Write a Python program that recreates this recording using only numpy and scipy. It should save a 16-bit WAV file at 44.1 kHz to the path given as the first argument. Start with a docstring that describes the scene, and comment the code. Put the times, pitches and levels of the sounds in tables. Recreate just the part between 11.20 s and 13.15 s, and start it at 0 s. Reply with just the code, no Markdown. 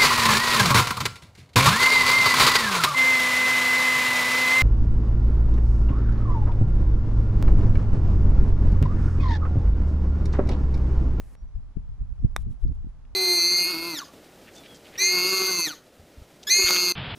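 """An open golf green. A putter strikes the ball once: a dry click and a brief ring of ball and head,
then the ball skips off over the grass. Wind rumbles, flutters and thumps on the two microphone ports.
Behind it lie a faint distant wash, thin hiss and a few far bird notes. A brighter opening hiss
cuts off with a short click; two faint dry ticks come later."""
import sys
import numpy as np
from scipy import signal
from scipy.fft import rfft, irfft
from scipy.io import wavfile
from scipy.ndimage import uniform_filter1d

SR = 44100
rng = np.random.default_rng(int(sys.argv[2]) if len(sys.argv) > 2 else 0)


def transcribe(u):
    """Save the signal u as a 16-bit wav file named by the first command-line argument.

    u: samples, shape (n,) or (channels, n), limited to [-1, 1]; the rate is SR.
    q: integer samples, one column per channel.
    """
    v = np.clip(np.atleast_2d(u).T, -1, 1)
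    q = np.round(v * 32767).astype(np.int16)
    wavfile.write(sys.argv[1], SR, q)


N = 85995


def undb(db):
    """Decibels to gain."""
    return 10 ** (np.asarray(db) / 20)


def noise(colour):
    """Noise of rms 1, shaped by (frequency [Hz], relative level [dB]) points."""
    hz, db = np.array(colour, float).T
    bins_hz = np.maximum(np.fft.rfftfreq(N, 1 / SR), 1)
    gain = undb(np.interp(np.log(bins_hz), np.log(hz), db)) * (bins_hz > 2)
    shaped = irfft(rfft(rng.standard_normal(N)) * gain, N)
    return shaped / shaped.std()


def stereo_noise(colour, side_db):
    """Mid noise of rms 1 plus a weaker side noise."""
    return noise(colour) + undb(side_db) * noise(colour) * np.array([[1], [-1]])


def steady_noise(colour, span_s):
    """Noise held near rms 1 over each short span."""
    raw = noise(colour)
    return raw / np.sqrt(uniform_filter1d(raw * raw, int(span_s * SR)) + 1e-9)


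def decay(age_s, t60_s):
    """Sudden start, exponential fall."""
    return (age_s >= 0) * np.exp(-np.log(1000) * np.maximum(age_s, 0) / t60_s)


# spectra of wash, thin hiss and opening hiss (frequency [Hz], relative level [dB])
WASH_SPECTRUM = [(100, 12.5), (400, 0.5), (800, 2.5), (1200, -0.5), (2000, -10.5), (3500, -19.5),
                 (5800, -28.5), (8000, -35.5), (11500, -34.5), (13000, -37), (16000, -40)]
THIN_HISS_SPECTRUM = [(1000, 8), (3000, 2.5), (5800, 0.5), (8000, -5.5), (11500, -8.5), (13000, -18),
                      (16000, -24)]
OPENING_HISS_SPECTRUM = [(100, 18.5), (400, 9), (1200, -1), (2200, -2.5), (3500, -10), (7000, -7.5),
                         (11500, -7), (13200, -7), (15500, -7)]
OPENING_END_S = 0.155


def background(t):
    """Distant wash and thin hiss of open land; a brighter hiss stops abruptly near the start."""
    wash = undb(-66) * stereo_noise(WASH_SPECTRUM, side_db=-11.5)
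    thin_hiss = undb(-75) * np.array([noise(THIN_HISS_SPECTRUM) for _ in range(2)])
    opening_hiss = undb(-60.5) * stereo_noise(OPENING_HISS_SPECTRUM, side_db=-8.5)
    return wash + thin_hiss + opening_hiss * (t < OPENING_END_S)


# gusts (time [s], relative rumble level [dB], relative flutter level [dB], left minus right [dB])
GUSTS = [(0.0, -35.5, -66, 3), (0.194, -47.5, -63.5, -2.5), (0.232, -31.5, -56, 1.5), (0.32, -44, -78, -4),
         (0.362, -28.5, -53.5, 3), (0.428, -37, -67, -0.5), (0.516, -40, -61, -3), (0.542, -57, -78, 0),
         (0.57, -25.5, -40.5, 10.5), (0.602, -32.5, -58.5, 1), (0.662, -38, -65, -2.5),
         (0.71, -29.5, -82, 3), (0.776, -43, -62.5, 0.5), (0.82, -21, -49, -2), (0.862, -39.5, -58, -0.5),
         (0.922, -25, -68, -12), (0.95, -43, -69, -2), (0.998, -30.5, -63, 4), (1.052, -22, -26, -5.5),
         (1.096, -30, -67.5, -11), (1.128, -29, -79, -4), (1.162, -35, -48.5, -9), (1.2, -25.5, -59, 19.5),
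         (1.242, -28, -58, -4), (1.276, -27.5, -36.5, 4.5), (1.356, -36.5, -57.5, -13),
         (1.406, -41.5, -91, 8), (1.444, -20, -40, 3.5), (1.472, -21.5, -45.5, -5), (1.514, -26, -26, -3.5),
         (1.542, -32, -68, 2), (1.59, -31, -70, 4.5), (1.634, -31, -62, 1), (1.672, -33.5, -49.5, 3.5),
         (1.7, -34.5, -79, -4), (1.726, -43.5, -68, 1), (1.894, -41.5, -65, -2), (1.95, -43, -67, -3)]
# turbulence spectra (frequency [Hz], relative level [dB])
RUMBLE_SPECTRUM = [(8, -20), (20, 0), (32, 5), (60, -2), (100, -13.5), (150, -19.5), (220, -38),
                   (400, -69.5), (2000, -130)]
FLUTTER_SPECTRUM = [(60, -18.5), (120, -7), (170, -1), (250, -4.5), (350, -19.5), (500, -29.5), (800, -47),
                    (1500, -75), (4000, -120)]
RUMBLE_TRIM_DB, FLUTTER_TRIM_DB, FLUTTER_CAP_DB = -1.5, -0.5, -42


def wind(t):
    """Separate turbulence at each port: a deep rumble, and a flutter that comes with the gusts."""
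    times_s, *columns = np.array(GUSTS).T
    rumble_db, flutter_db, balance_db = (np.interp(t, times_s, column) for column in columns)
    rumble_gain = undb(rumble_db + RUMBLE_TRIM_DB)
    flutter_gain = undb(np.minimum(flutter_db + FLUTTER_TRIM_DB, FLUTTER_CAP_DB))
    turbulence = np.array([rumble_gain * steady_noise(RUMBLE_SPECTRUM, span_s=0.035)
                           + flutter_gain * steady_noise(FLUTTER_SPECTRUM, span_s=0.03)
                           for _ in range(2)])
    pan = undb(np.array([balance_db, -balance_db]) / 2)
    return turbulence * pan / np.sqrt(np.mean(pan ** 2, axis=0))


# one click, then two ticks (time [s], peak [dB], lower band edge [Hz], upper band edge [Hz])
CLICK_AND_TICKS = [(.152, -44.5, 220, 1920), (1.48, -55, 3700, 5200), (1.8518, -55, 1650, 2980)]


def click_and_ticks(t):
    """A short click where the opening hiss cuts off; two faint dry ticks later."""
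    out = 0
    for start_s, peak_db, low_hz, high_hz in CLICK_AND_TICKS:
        burst = undb(-17.5) * decay(t - start_s, t60_s=0.011) * rng.standard_normal(N)
        burst[int(start_s * SR)] = 1  # impulse ahead of the noise tail
        band = signal.butter(2, [low_hz, high_hz], "band", fs=SR, output="sos")
        pulse = signal.sosfilt(band, burst + 1e-18)
        out = out + undb(peak_db) * pulse / np.abs(pulse).max()
    return out


# bird notes (time [s], length [s], peak [dB], start pitch [Hz], end pitch [Hz])
BIRD_NOTES = [(0.156, 0.076, -73, 5540, 5730), (0.215, .026, -78.5, 4600, 4600),
              (.268, 0.036, -80.5, 5870, 6060), (0.339, 0.032, -79, 5040, 5250),
              (0.993, 0.031, -80, 5300, 5420), (1.015, 0.0193, -80, 5980, 5700),
              (1.064, .085, -85, 5130, 5200)]


def birds(t):
    """Thin, slightly gliding whistles from distant trees."""
    out = 0
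    for start_s, length_s, peak_db, start_hz, end_hz in BIRD_NOTES:
        progress = np.clip((t - start_s) / length_s, 0, 1)
        pitch_hz = start_hz + (end_hz - start_hz) * progress
        whistle = np.sin(2 * np.pi * np.cumsum(pitch_hz) / SR)
        out = out + undb(peak_db) * np.sin(np.pi * progress) * whistle
    return out


# eddies (time [s], peak before the left/right split [dB], half width [ms], left share [0-1])
PORT_EDDIES = [(0.363, -24, 3.4, 0.92), (0.5717, -18.5, 1.16, 1), (.577, -36, 0.54, 0.69),
               (0.811, -29.5, 1.74, 0.22), (1.0476, -8.5, 1.33, 0.96), (1.0514, -10, 2.2, .03),
               (1.059, -25, 0.92, 0.2), (1.267, -27, 1.65, 0.95), (1.311, -23, 1.9, 0.04),
               (1.438, -18, 4.2, 1), (1.4553, -20.5, 1.1, 0.05), (1.501, -22.5, 1.57, 0),
               (1.52, -30, 0.92, 0.09), (1.646, -27.5, 1.25, .1), (1.671, -29, 1.15, 0.04)]
EDDY_FALLOFF = 4.6


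def eddies(t):
    """An eddy crossing a port swings the pressure once each way: a thump."""
    out = 0
    for centre_s, peak_db, half_width_ms, left_share in PORT_EDDIES:
        position = (t - centre_s) * 1000 / half_width_ms
        envelope = (2 * EDDY_FALLOFF / (2 * EDDY_FALLOFF - 1 + position ** 2)) ** EDDY_FALLOFF
        split = np.array([[left_share], [left_share - 1]])  # opposite polarity on the right
        out = out + undb(peak_db) * position * envelope * split
    return out


# modes of ball and putter head (frequency [Hz], relative level [dB], t60 [s])
PUTT_MODES = [(1220, -31, 0.0092), (1780, -32, 0.0061), (2350, -27, 0.006), (3687, -24, 0.016),
              (5200, -34, 0.0033), (5680, -29, 0.0086), (6450, -33, .009), (7670, -38.5, 0.011),
              (8370, -37.5, .008), (9830, -36, 0.011), (11700, -39.5, 0.0087)]
# spectrum of the impact crack (frequency [Hz], relative level [dB])
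CRACK_SPECTRUM = [(500, -28), (2900, -19), (4300, -16), (5300, 4), (8000, -4.5), (11800, -2.5), (16000, -8)]
PUTT_S, CONTACT_MS, CONTACT_EXPONENT = 1.16333, 0.625, 0.49
RING_DELAY_MS, RING_TRIM_DB = 0.32, -1


def putt(t):
    """The jolted ball radiates one push-pull pulse and a crack; ball and head ring."""
    age_s = t - PUTT_S
    contact_rad = np.pi * np.clip(age_s * 1000 / CONTACT_MS, 0, 1)
    knock = -undb(-11.5) * np.abs(np.sin(contact_rad)) ** CONTACT_EXPONENT * np.cos(contact_rad)
    crack = undb(-31) * decay(age_s, t60_s=0.008) * noise(CRACK_SPECTRUM)
    ring_age_s = age_s - RING_DELAY_MS / 1000
    ring = sum(undb(db + RING_TRIM_DB) * decay(ring_age_s, t60_s) * np.sin(2 * np.pi * hz * ring_age_s)
               for hz, db, t60_s in PUTT_MODES)
    return knock + crack + ring


# spectrum of the turf scatter (frequency [Hz], relative level [dB])
SCATTER_SPECTRUM = [(400, 4), (2000, -2), (3700, -4.5), (12000, -3.5)]
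ECHO_DELAY_MS, ECHO_CUTOFF_HZ = 2.55, 2500


def turf(t, direct):
    """The turf returns a dull echo and a faint scatter."""
    dulled = signal.lfilter(*signal.butter(1, ECHO_CUTOFF_HZ, fs=SR), direct)
    echo = np.interp(t - ECHO_DELAY_MS / 1000, t, dulled)
    response = stereo_noise(SCATTER_SPECTRUM, side_db=-10.5) * decay(t, t60_s=0.082)
    response /= np.sqrt(np.sum(response[0] ** 2))
    scatter = signal.fftconvolve(response, direct[None], axes=1)[:, :N]
    return undb(-17) * echo + undb(-23.5) * scatter


# balance of the putt at the ports (frequency [Hz], left minus right [dB])
PUTT_BALANCE = [(2000, -1), (3700, 1.5), (6000, 2), (9000, 0)]
LEFT_LEAD_US = 9.2


def ports(sound):
    """Two close microphone ports hear one sound with slightly different level and delay."""
    bins_hz = np.fft.rfftfreq(N, 1 / SR)
    balance_db = np.interp(bins_hz, *np.array(PUTT_BALANCE).T)
    lead_rad = 2 * np.pi * bins_hz * LEFT_LEAD_US / 1e6
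    split = np.array([[0.5], [-0.5]])
    return irfft(rfft(sound) * undb(split * balance_db) * np.exp(1j * split * lead_rad), N)


# touches of ball on grass (time [s], level [dB], Gaussian sigma [s])
BALL_SKIPS = [(1.18, -73.5, 0.013), (1.211, -66.5, 0.016), (1.319, -70.5, 0.018), (1.422, -73.5, .016),
              (1.551, -75, 0.0089), (1.69, -80.5, 0.01)]
# spectrum of brushed grass (frequency [Hz], relative level [dB])
GRASS_SPECTRUM = [(500, -0.5), (2000, -1), (2900, 2.5), (3750, 3), (4500, -2.5), (7500, -0.5),
                  (11500, -1.5), (13200, 1), (16000, -2.5)]


def skips(t):
    """Grass blades swish at each skip, weaker as the ball settles into its roll."""
    envelope = sum(undb(db) * np.exp(-0.5 * ((t - centre_s) / sigma_s) ** 2)
                   for centre_s, db, sigma_s in BALL_SKIPS)
    return envelope * stereo_noise(GRASS_SPECTRUM, side_db=-16)


def scene():
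    """The course around, the wind on the ports, the putt straight ahead."""
    t = np.arange(N) / SR
    strike = putt(t)
    ball = ports(strike + turf(t, strike)) + skips(t)
    return ball + click_and_ticks(t) + wind(t) + eddies(t) + birds(t) + background(t)


# microphone treble response (frequency [Hz], gain [dB])
MIC_RESPONSE = [(11800, 1), (12700, -9.5), (16000, -11.5)]
LOWPASS_HZ = 15750


def record(dry):
    """The microphone dulls the highest treble; a steep low-pass cuts the top."""
    gain_db = np.interp(np.fft.rfftfreq(N, 1 / SR), *np.array(MIC_RESPONSE).T)
    dulled = irfft(rfft(dry) * undb(gain_db), N)
    lowpass = signal.ellip(8, 0.2, 70, LOWPASS_HZ, fs=SR, output="sos")
    return signal.sosfilt(lowpass, dulled)


dry = scene()
out = record(dry)
transcribe(out)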